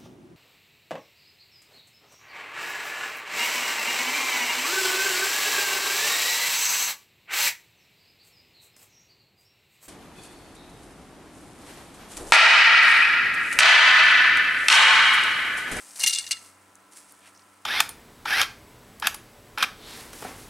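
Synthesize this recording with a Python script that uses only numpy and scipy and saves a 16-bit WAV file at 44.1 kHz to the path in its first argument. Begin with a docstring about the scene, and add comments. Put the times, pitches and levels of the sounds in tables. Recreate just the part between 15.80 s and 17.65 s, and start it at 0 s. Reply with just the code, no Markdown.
"""Steel trap dropped on a riverbank

A few metres from a stereo microphone, a little left, a steel trap and its chain slide through dry grass
and clatter onto the bank. Links knock against the ringing jaws, the trap settles with one last clack,
and the trees return a faint tail. Then grass rustles, a boot presses the wet ground and something
small ticks, over quiet open air and a low hum."""
import sys
import numpy as np
from scipy import signal
from scipy.fft import rfft, irfft
from scipy.io import wavfile

SR = 44100
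rng = np.random.default_rng(int(sys.argv[2]) if len(sys.argv) > 2 else 0)


def waveform_to_disk(signal):
    """Save audio, clipped to [-1, 1], as 16-bit WAV at the path in sys.argv[1]."""
    frames = np.transpose(np.atleast_2d(signal))
    scaled = np.clip(frames, -1, 1) * 32767
    samples = np.round(scaled).astype(np.int16)
    wavfile.write(sys.argv[1], SR, samples)


N = 81585
T = np.arange(N) / SR
EDGE_HZ = 15850  # top of the recorder's band
CONTACT_S, GROUNDED_S = .0005, .5  # attack of steel on steel; when the trap comes to lie in the grass


def amp(db):
    """Decibels to gain."""
    return 10 ** (np.asarray(db) / 20)


def unit(x):
    """Scales to rms 1."""
    return x / np.sqrt(np.mean(x ** 2) + 1e-20)


def read(points, hz):
    """Reads a table on a log-frequency axis."""
    f, value = np.transpose(points)
    return np.interp(np.log(hz + 1), np.log(f + 1), value)


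def colour(x, points):
    """Filters by a table of f/Hz, gain/dB."""
    size = x.shape[-1]
    return irfft(rfft(x) * amp(read(points, np.fft.rfftfreq(size, 1 / SR))), size)


def add(mix, s, sound):
    """Mixes a sound in at s seconds."""
    part = mix[max(round(s * SR), 0):][:len(sound)]
    part += sound[:len(part)]


def decay(t, t60):
    """Falls by 60 dB in t60 seconds."""
    return np.exp(-np.log(1000) * t / t60)


def strike(t, t60, hold=0):
    """Envelope of struck steel: a fast rise, then a decay that starts at hold seconds."""
    return np.minimum(t / CONTACT_S, 1) * decay(np.maximum(t - hold, 0), t60)


def drift(rate_hz):
    """Slow random wander of rms 1."""
    lowpass = np.exp(-(np.fft.rfftfreq(N, 1 / SR) / rate_hz) ** 2)
    return unit(irfft(rfft(rng.standard_normal(N)) * lowpass, N))


def burst(db, hz, octaves, t60):
    """A dying puff of noise around one frequency."""
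    t, f = T[:8192], np.fft.rfftfreq(8192, 1 / SR)
    band = np.exp(-.5 * (np.log2((f + 1) / hz) / octaves) ** 2)
    noise = unit(irfft(band * np.exp(2j * np.pi * rng.random(len(f)))))
    return amp(db) * noise * np.minimum(t * hz, 1) * decay(t, t60)


def crackle(spectrum, per_s=5000, spread_db=.5):
    """Dense tiny clicks of uneven size, coloured by a spectrum, at rms 1."""
    sizes = rng.standard_normal(N) * amp(spread_db * np.minimum(rng.exponential(1, N), 4))
    return unit(colour(sizes * (rng.random(N) < per_s / SR), spectrum))


# Stereo width of the surroundings at the microphone: f/Hz, side gain/dB
WIDTH = [(200, -22.5), (600, -8.5), (5000, -6), (11000, -15)]
def widen(mid, side):
    """Mid and side to left and right, nearly mono in the bass."""
    return mid + np.array([[1], [-1]]) * colour(side, WIDTH)


# Open air over the bank: f/Hz, gain/dB
AIR_SPECTRUM = [(30, -29), (70, -14.5), (200, -9), (300, -2), (420, -5), (1200, -2), (1900, -6.5),
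                (3200, -14), (5000, -19), (9000, -25), (12500, -23.5), (15500, -23)]
def air(db=-59.5):
    """A quiet, steady wash of noise all around the microphone."""
    mid, side = (amp(db) * unit(colour(rng.standard_normal(N), AIR_SPECTRUM)) for _ in range(2))
    return widen(mid, side)


# Steady upper lines of the hum: f/Hz, level/dB
HUM_LINES = [(193.6, -74), (289, -72), (1008, -70.5), (1338, -69)]
# Level of the lowest line, which drops out twice as the recorder's noise suppression ducks it:
# t/s, level/dB
HUM_LOW_LEVEL = [(.15, -89), (.45, -69.5), (.9, -71), (1.17, -87), (1.45, -74)]
def hum(lowest_hz=95.5, waver=.0066):
    """A faint hum in the centre, each line wavering in pitch on its own."""
    out = np.zeros(N)
    for hz, db in [(lowest_hz, np.interp(T, *np.transpose(HUM_LOW_LEVEL)))] + HUM_LINES:
        pitch = hz * (1 + waver * drift(rate_hz=21.6))
        out += np.sqrt(2) * amp(db) * np.sin(2 * np.pi * np.cumsum(pitch) / SR)
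    return out


# Decay of the tail from the trees: f/Hz, time to fall by 66 dB/s
TREE_DECAY = [(200, 6.3), (1400, 2.13), (3000, 0.45), (8000, 0.65), (15000, 0.22)]
def trees(x, db=-19.5, rise_s=.008):
    """Trunks and the far bank scatter a faint one-second tail back to the microphone."""
    hz, t, spectra = signal.stft(rng.standard_normal((2, SR)), SR, nperseg=256)
    fade = 0.00049 ** (t / read(TREE_DECAY, hz)[:, None])
    scatter = signal.istft(spectra * fade, SR, nperseg=256)[1][:, :SR]
    mid, side = scatter * np.minimum(T[:SR] / rise_s, 1)
    tail = widen(mid, side) / np.linalg.norm(mid)
    return amp(db) * signal.fftconvolve(x[None], tail, axes=1)[:, :N]


# Small ticks in the background: t/s, level/dB, centre f/Hz
TICKS = [(0.108, -42, 5700), (1.549, -51, 5500), (1.561, -50, 5100), (1.575, -51, 5930), (1.594, -51, 5100),
         (1.619, -54, 5040)]
def ticks():
    """Faint high ticks: one at the start, a short run near the end."""
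    out = np.zeros(N)
    for s, db, hz in TICKS:
        add(out, s, burst(db, hz, octaves=.21, t60=.026))
    return out


# Rustle of dry grass: f/Hz, gain/dB
GRASS_SPECTRUM = [(80, -69), (500, -11.5), (2000, -7.5), (3500, -11), (5200, -5.5), (6800, -4.5),
                  (8400, 0.5), (10500, -4), (12000, -12), (15500, -23.5)]
# How hard the grass is brushed: t/s, level/dB
BRUSHING = [(0, -48.5), (.154, -50), (.159, -42.5), (.188, -39.5), (.196, -35.5), (.22, -34), (.3, -47.5),
            (.48, -47.5), (.6, -53.5), (.67, -52), (.75, -64), (1.11, -67), (1.126, -48.5), (1.15, -58),
            (1.172, -44), (1.205, -53.5), (1.28, -59), (1.302, -52.5), (1.335, -60.5), (1.43, -61),
            (1.475, -55.5), (1.52, -63), (1.85, -65)]
# Single stalks snapping: t/s, level/dB, centre f/Hz
SNAPS = [(.955, -40.5, 7340), (1.3227, -39.5, 9700), (1.478, -49, 5800), (1.595, -50, 3560)]
def grass():
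    """Brushed dry stalks crackle with tiny breaks, and a few snap."""
    out = crackle(GRASS_SPECTRUM) * amp(np.interp(T, *np.transpose(BRUSHING)))
    for s, db, hz in SNAPS:
        add(out, s, burst(db, hz, octaves=.45, t60=.006))
    return out


# Squelch of wet leaves underfoot: f/Hz, gain/dB
SQUELCH_SPECTRUM = [(80, -47), (300, -31), (1100, -8), (1800, 7.5), (3000, 5), (4500, -3), (12000, -32)]
def boot(peak_s=1.472, db=-52, rise_s=.04, fall_s=.017):
    """One step presses wet leaves: the squelch swells and dies quickly."""
    press = np.exp(-np.maximum((peak_s - T) / rise_s, (T - peak_s) / fall_s))
    return amp(db) * press * crackle(SQUELCH_SPECTRUM)


# Dull blows on soft ground: t/s, level/dB, centre f/Hz, t60/s
THUDS = [(.2395, -32.5, 880, .03), (1.4765, -48, 720, .04)]
def soil(sink_s=.238, sink_db=-50.5, length_s=.022, start_hz=380, sag_octaves=1.5):
    """Dull thuds, and a low push whose pitch falls as the bank gives way under the trap."""
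    out = np.zeros(N)
    for s, db, hz, t60 in THUDS:
        add(out, s, burst(db, hz, octaves=.18, t60=t60))
    progress = np.arange(0, 1, 1 / (length_s * SR))
    pitch = start_hz * 2 ** (-sag_octaves * progress)
    push = np.sin(np.pi * progress) * np.sin(2 * np.pi * np.cumsum(pitch) / SR)
    add(out, sink_s, amp(sink_db) * push)
    return out


# Short rings of the chain: f/Hz
CHAIN_HZ = [4107, 4404, 4603, 5200, 5685, 6050, 6412, 8230]
def jangle(db=-5, t60=.05, detune=.008):
    """One shake of the chain: a different few of its rings stand out each time."""
    t, count = T[:4096], len(CHAIN_HZ)
    hz = np.array(CHAIN_HZ) * (1 + detune * rng.standard_normal(count))
    share = rng.exponential(1, count)
    rings = np.sin(2 * np.pi * (hz[:, None] * t + rng.random((count, 1))))
    return amp(db) * (share / np.linalg.norm(share) @ rings) * strike(t, t60)


# Single links and loose parts ringing out: t/s, f/Hz, level/dB, t60/s
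CLINKS = [(.262, 5800, -19, .04), (.262, 7134, -23, .08), (.275, 8350, -24, .09), (.276, 6000, -22, .06),
          (.277, 10427, -33, .13), (.285, 12350, -39, .3), (.299, 8797, -23, .075), (.333, 3492, -27, .06),
          (.333, 8900, -28, .05), (.349, 2702, -30, .08), (.357, 3505, -30, .19), (.386, 8820, -22, .06),
          (.2212, 5750, -30, .03), (.3255, 5100, -28, .05), (.349, 5000, -28, .035), (.377, 5141, -28, .07),
          (.427, 4450, -35, .025), (.532, 3499, -36, .07), (.568, 4170, -41, .045), (.57, 6430, -46, .04),
          (.593, 6430, -43, .04)]
def clinks(twin_db=-9):
    """Each link rings with one mode and a weaker twin that beats against it."""
    out, t = np.zeros(N), T[:SR // 2]
    for s, hz, db, t60 in CLINKS:
        twin_hz = hz + rng.uniform(-58, 50)
        twin = amp(twin_db) * np.sin(2 * np.pi * (twin_hz * t + rng.random()))
        add(out, s, amp(db) * (np.sin(2 * np.pi * hz * t) + twin) * strike(t, t60))
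    return out


# Colour of steel meeting steel: f/Hz, gain/dB
STEEL_SPECTRUM = [(500, -55), (1200, -37), (1900, -1), (2400, -10.5), (3150, -3), (4200, 7), (5400, 1),
                  (6100, 5.5), (6600, 1), (8400, 4), (10400, 1.5), (12000, -9), (15500, -22)]
def clack(low_db, top_db, count=160, uneven_db=4):
    """A crowd of quickly dying steel modes of uneven strength, held briefly while the parts chatter."""
    t = T[:4096]
    hz = (np.arange(count) + rng.random(count))[:, None] * EDGE_HZ / count
    strength = amp(uneven_db * rng.standard_normal((count, 1)))
    modes = (strength * np.sin(2 * np.pi * (hz * t + rng.random((count, 1))))).sum(0)
    tilt = [(1800, low_db), (4000, 0), (8500, 0.0015), (12000, top_db)]
    return colour(unit(colour(modes, STEEL_SPECTRUM)), tilt) * strike(t, t60=.03, hold=.0026)


def scrape(knocks, gain_db=-12, t60=.11):
    """Links slide on after each knock until the trap is grounded: a dense jingle in the gaps."""
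    power = sum((amp(db) * decay(np.maximum(T - s, 0), t60) * (T > s)) ** 2
                for s, db, *_ in knocks if s < GROUNDED_S)
    return amp(gain_db) * np.sqrt(power) * crackle(STEEL_SPECTRUM)


# Modes of the jaws and spring: f/Hz, relative level/dB, t60/s
JAW_MODES = [(1335, -30, .7), (1654, -24, .2), (2158, -11, .14), (2377, -21, .15), (2765, -8, .07),
             (2816, 0, .13), (2845, -10, .09), (3492, -16, .19), (3737, -16, .13), (4210, -13, .13),
             (4978, -18, .2), (6070, -16, .18), (7635, -18, .2)]
def jaws(knocks, ring_kept=.86, kick_turns=.12, rattle_hz=70, rattle_db=3.5, rattle_turns=.1):
    """Loose jaws flutter as they ring; each knock chokes some ringing, adds more and nudges its phase."""
    hz, db, t60 = np.transpose(JAW_MODES)[:, :, None]
    out, ringing, phase = np.zeros(N), np.zeros(hz.shape), rng.random(hz.shape)
    flutter = amp(rattle_db * np.array([drift(rattle_hz) for _ in JAW_MODES]))
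    wobble = rattle_turns * np.array([drift(rattle_hz) for _ in JAW_MODES])
    starts = [round(s * SR) for s, *_ in knocks]
    for start, end, (s, *_, ring_db) in zip(starts, starts[1:] + [N], knocks):
        now = slice(start, end)
        shortening = .68 if s > GROUNDED_S else 1  # the grass damps the steel
        fade = decay(T[:end - start], t60 * shortening)
        level = np.hypot(ring_kept * ringing, amp(ring_db + db)) * fade
        phase += kick_turns * rng.standard_normal(hz.shape)
        modes = np.sin(2 * np.pi * (hz * T[now] + phase + wobble[:, now]))
        out[now] = (level * flutter[:, now] * modes).sum(0)
        ringing = level[:, -1:]
    return out


# Steel knocking on steel: t/s, clack level/dB, low-end gain/dB, top-end gain/dB, jaw ring level/dB
KNOCKS = [(0.1594, -41.5, -9, 5, -70), (0.195, -32.5, -25, 10, -62), (0.2024, -27, -28, -6, -52),
          (.209, -28, -16, -8, -37), (0.2203, -30.5, -1, -13, -38), (0.232, -28, -6, 8, -46),
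          (0.2364, -17.5, -5, -1, -22), (0.2397, -23.5, -4, -3, -19.5), (0.2425, -49, 2, -10, -39),
          (0.2624, -21.5, 9, -6, -28), (0.2694, -27.5, 0, 13, -22), (0.2722, -18.5, 4, 3, -35),
          (.2772, -17, -11, -10, -28), (0.283, -26.5, -8, 15.5, -26), (.2955, -23.5, 3, -24, -30.5),
          (0.3072, -25, -1, -30, -46), (0.3273, -28, -2, -15, -56), (0.3313, -23, -33, -4, -28.5),
          (0.3361, -21.5, -29, -13, -35), (0.3482, -23.5, -17, -29, -53), (0.353, -31, 0, -26, -51),
          (.359, -25.5, -22, -46, -32.5), (0.3728, -32, -6, -36, -52), (0.378, -36, -9, -25, -35.5),
          (0.3851, -23.5, -17, -21, -27), (0.394, -32, -35, -10, -54), (0.409, -34.5, -13, -36, -57),
          (0.427, -42, 5, -31, -54), (.441, -41.5, 9, -20, -41.5), (0.466, -35, 5, -10, -40),
          (0.476, -36.5, 0, -4, -52), (0.489, -46.5, -2, 13, -72), (0.5087, -25.5, -18, 0, -58),
          (0.5107, -22.5, 7, -9, -23.5), (0.5165, -20.5, -7, -2.5, -24.5), (0.526, -27, 9.5, -16, -28),
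          (.569, -47.5, 21, -12, -49)]
def trap(low_cut_hz=770):
    """Every knock clacks, shakes the chain and rings the jaws; such small parts radiate no bass."""
    out = jaws(KNOCKS) + scrape(KNOCKS)
    for s, db, low_db, top_db, _ in KNOCKS:
        add(out, s, amp(db) * (clack(low_db, top_db) + jangle()))
    highpass = signal.butter(2, low_cut_hz, "high", fs=SR, output="sos")
    return signal.sosfilt(highpass, out + clinks())


# The trap's place, a little left of the microphone: f/Hz, left minus right/dB
TRAP_BALANCE = [(100, -8), (2800, 0.34), (5000, 3), (9000, 2.5), (14000, 0)]
def scene():
    """The bank from the microphone: trap and ground a few metres off, trees and open air around."""
    steel = trap()
    ground = grass() + boot() + soil() + ticks()
    placed_steel = np.array([colour(steel, [(hz, sign * db / 2) for hz, db in TRAP_BALANCE])
                             for sign in (1, -1)])
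    balance_db = np.interp(T, [.3, .9], [1.4, -.7])  # the handling moves from left to right
    placed_ground = ground * amp(np.array([[.5], [-.5]]) * balance_db)
    return air() + hum() + trees(steel + ground) + placed_ground + placed_steel


def record(dry):
    """The recorder's band limit."""
    lowpass = signal.firwin(511, EDGE_HZ, window=("kaiser", 9), fs=SR)
    return signal.oaconvolve(dry, lowpass[None], "same")


dry = scene()
out = record(dry)
waveform_to_disk(out)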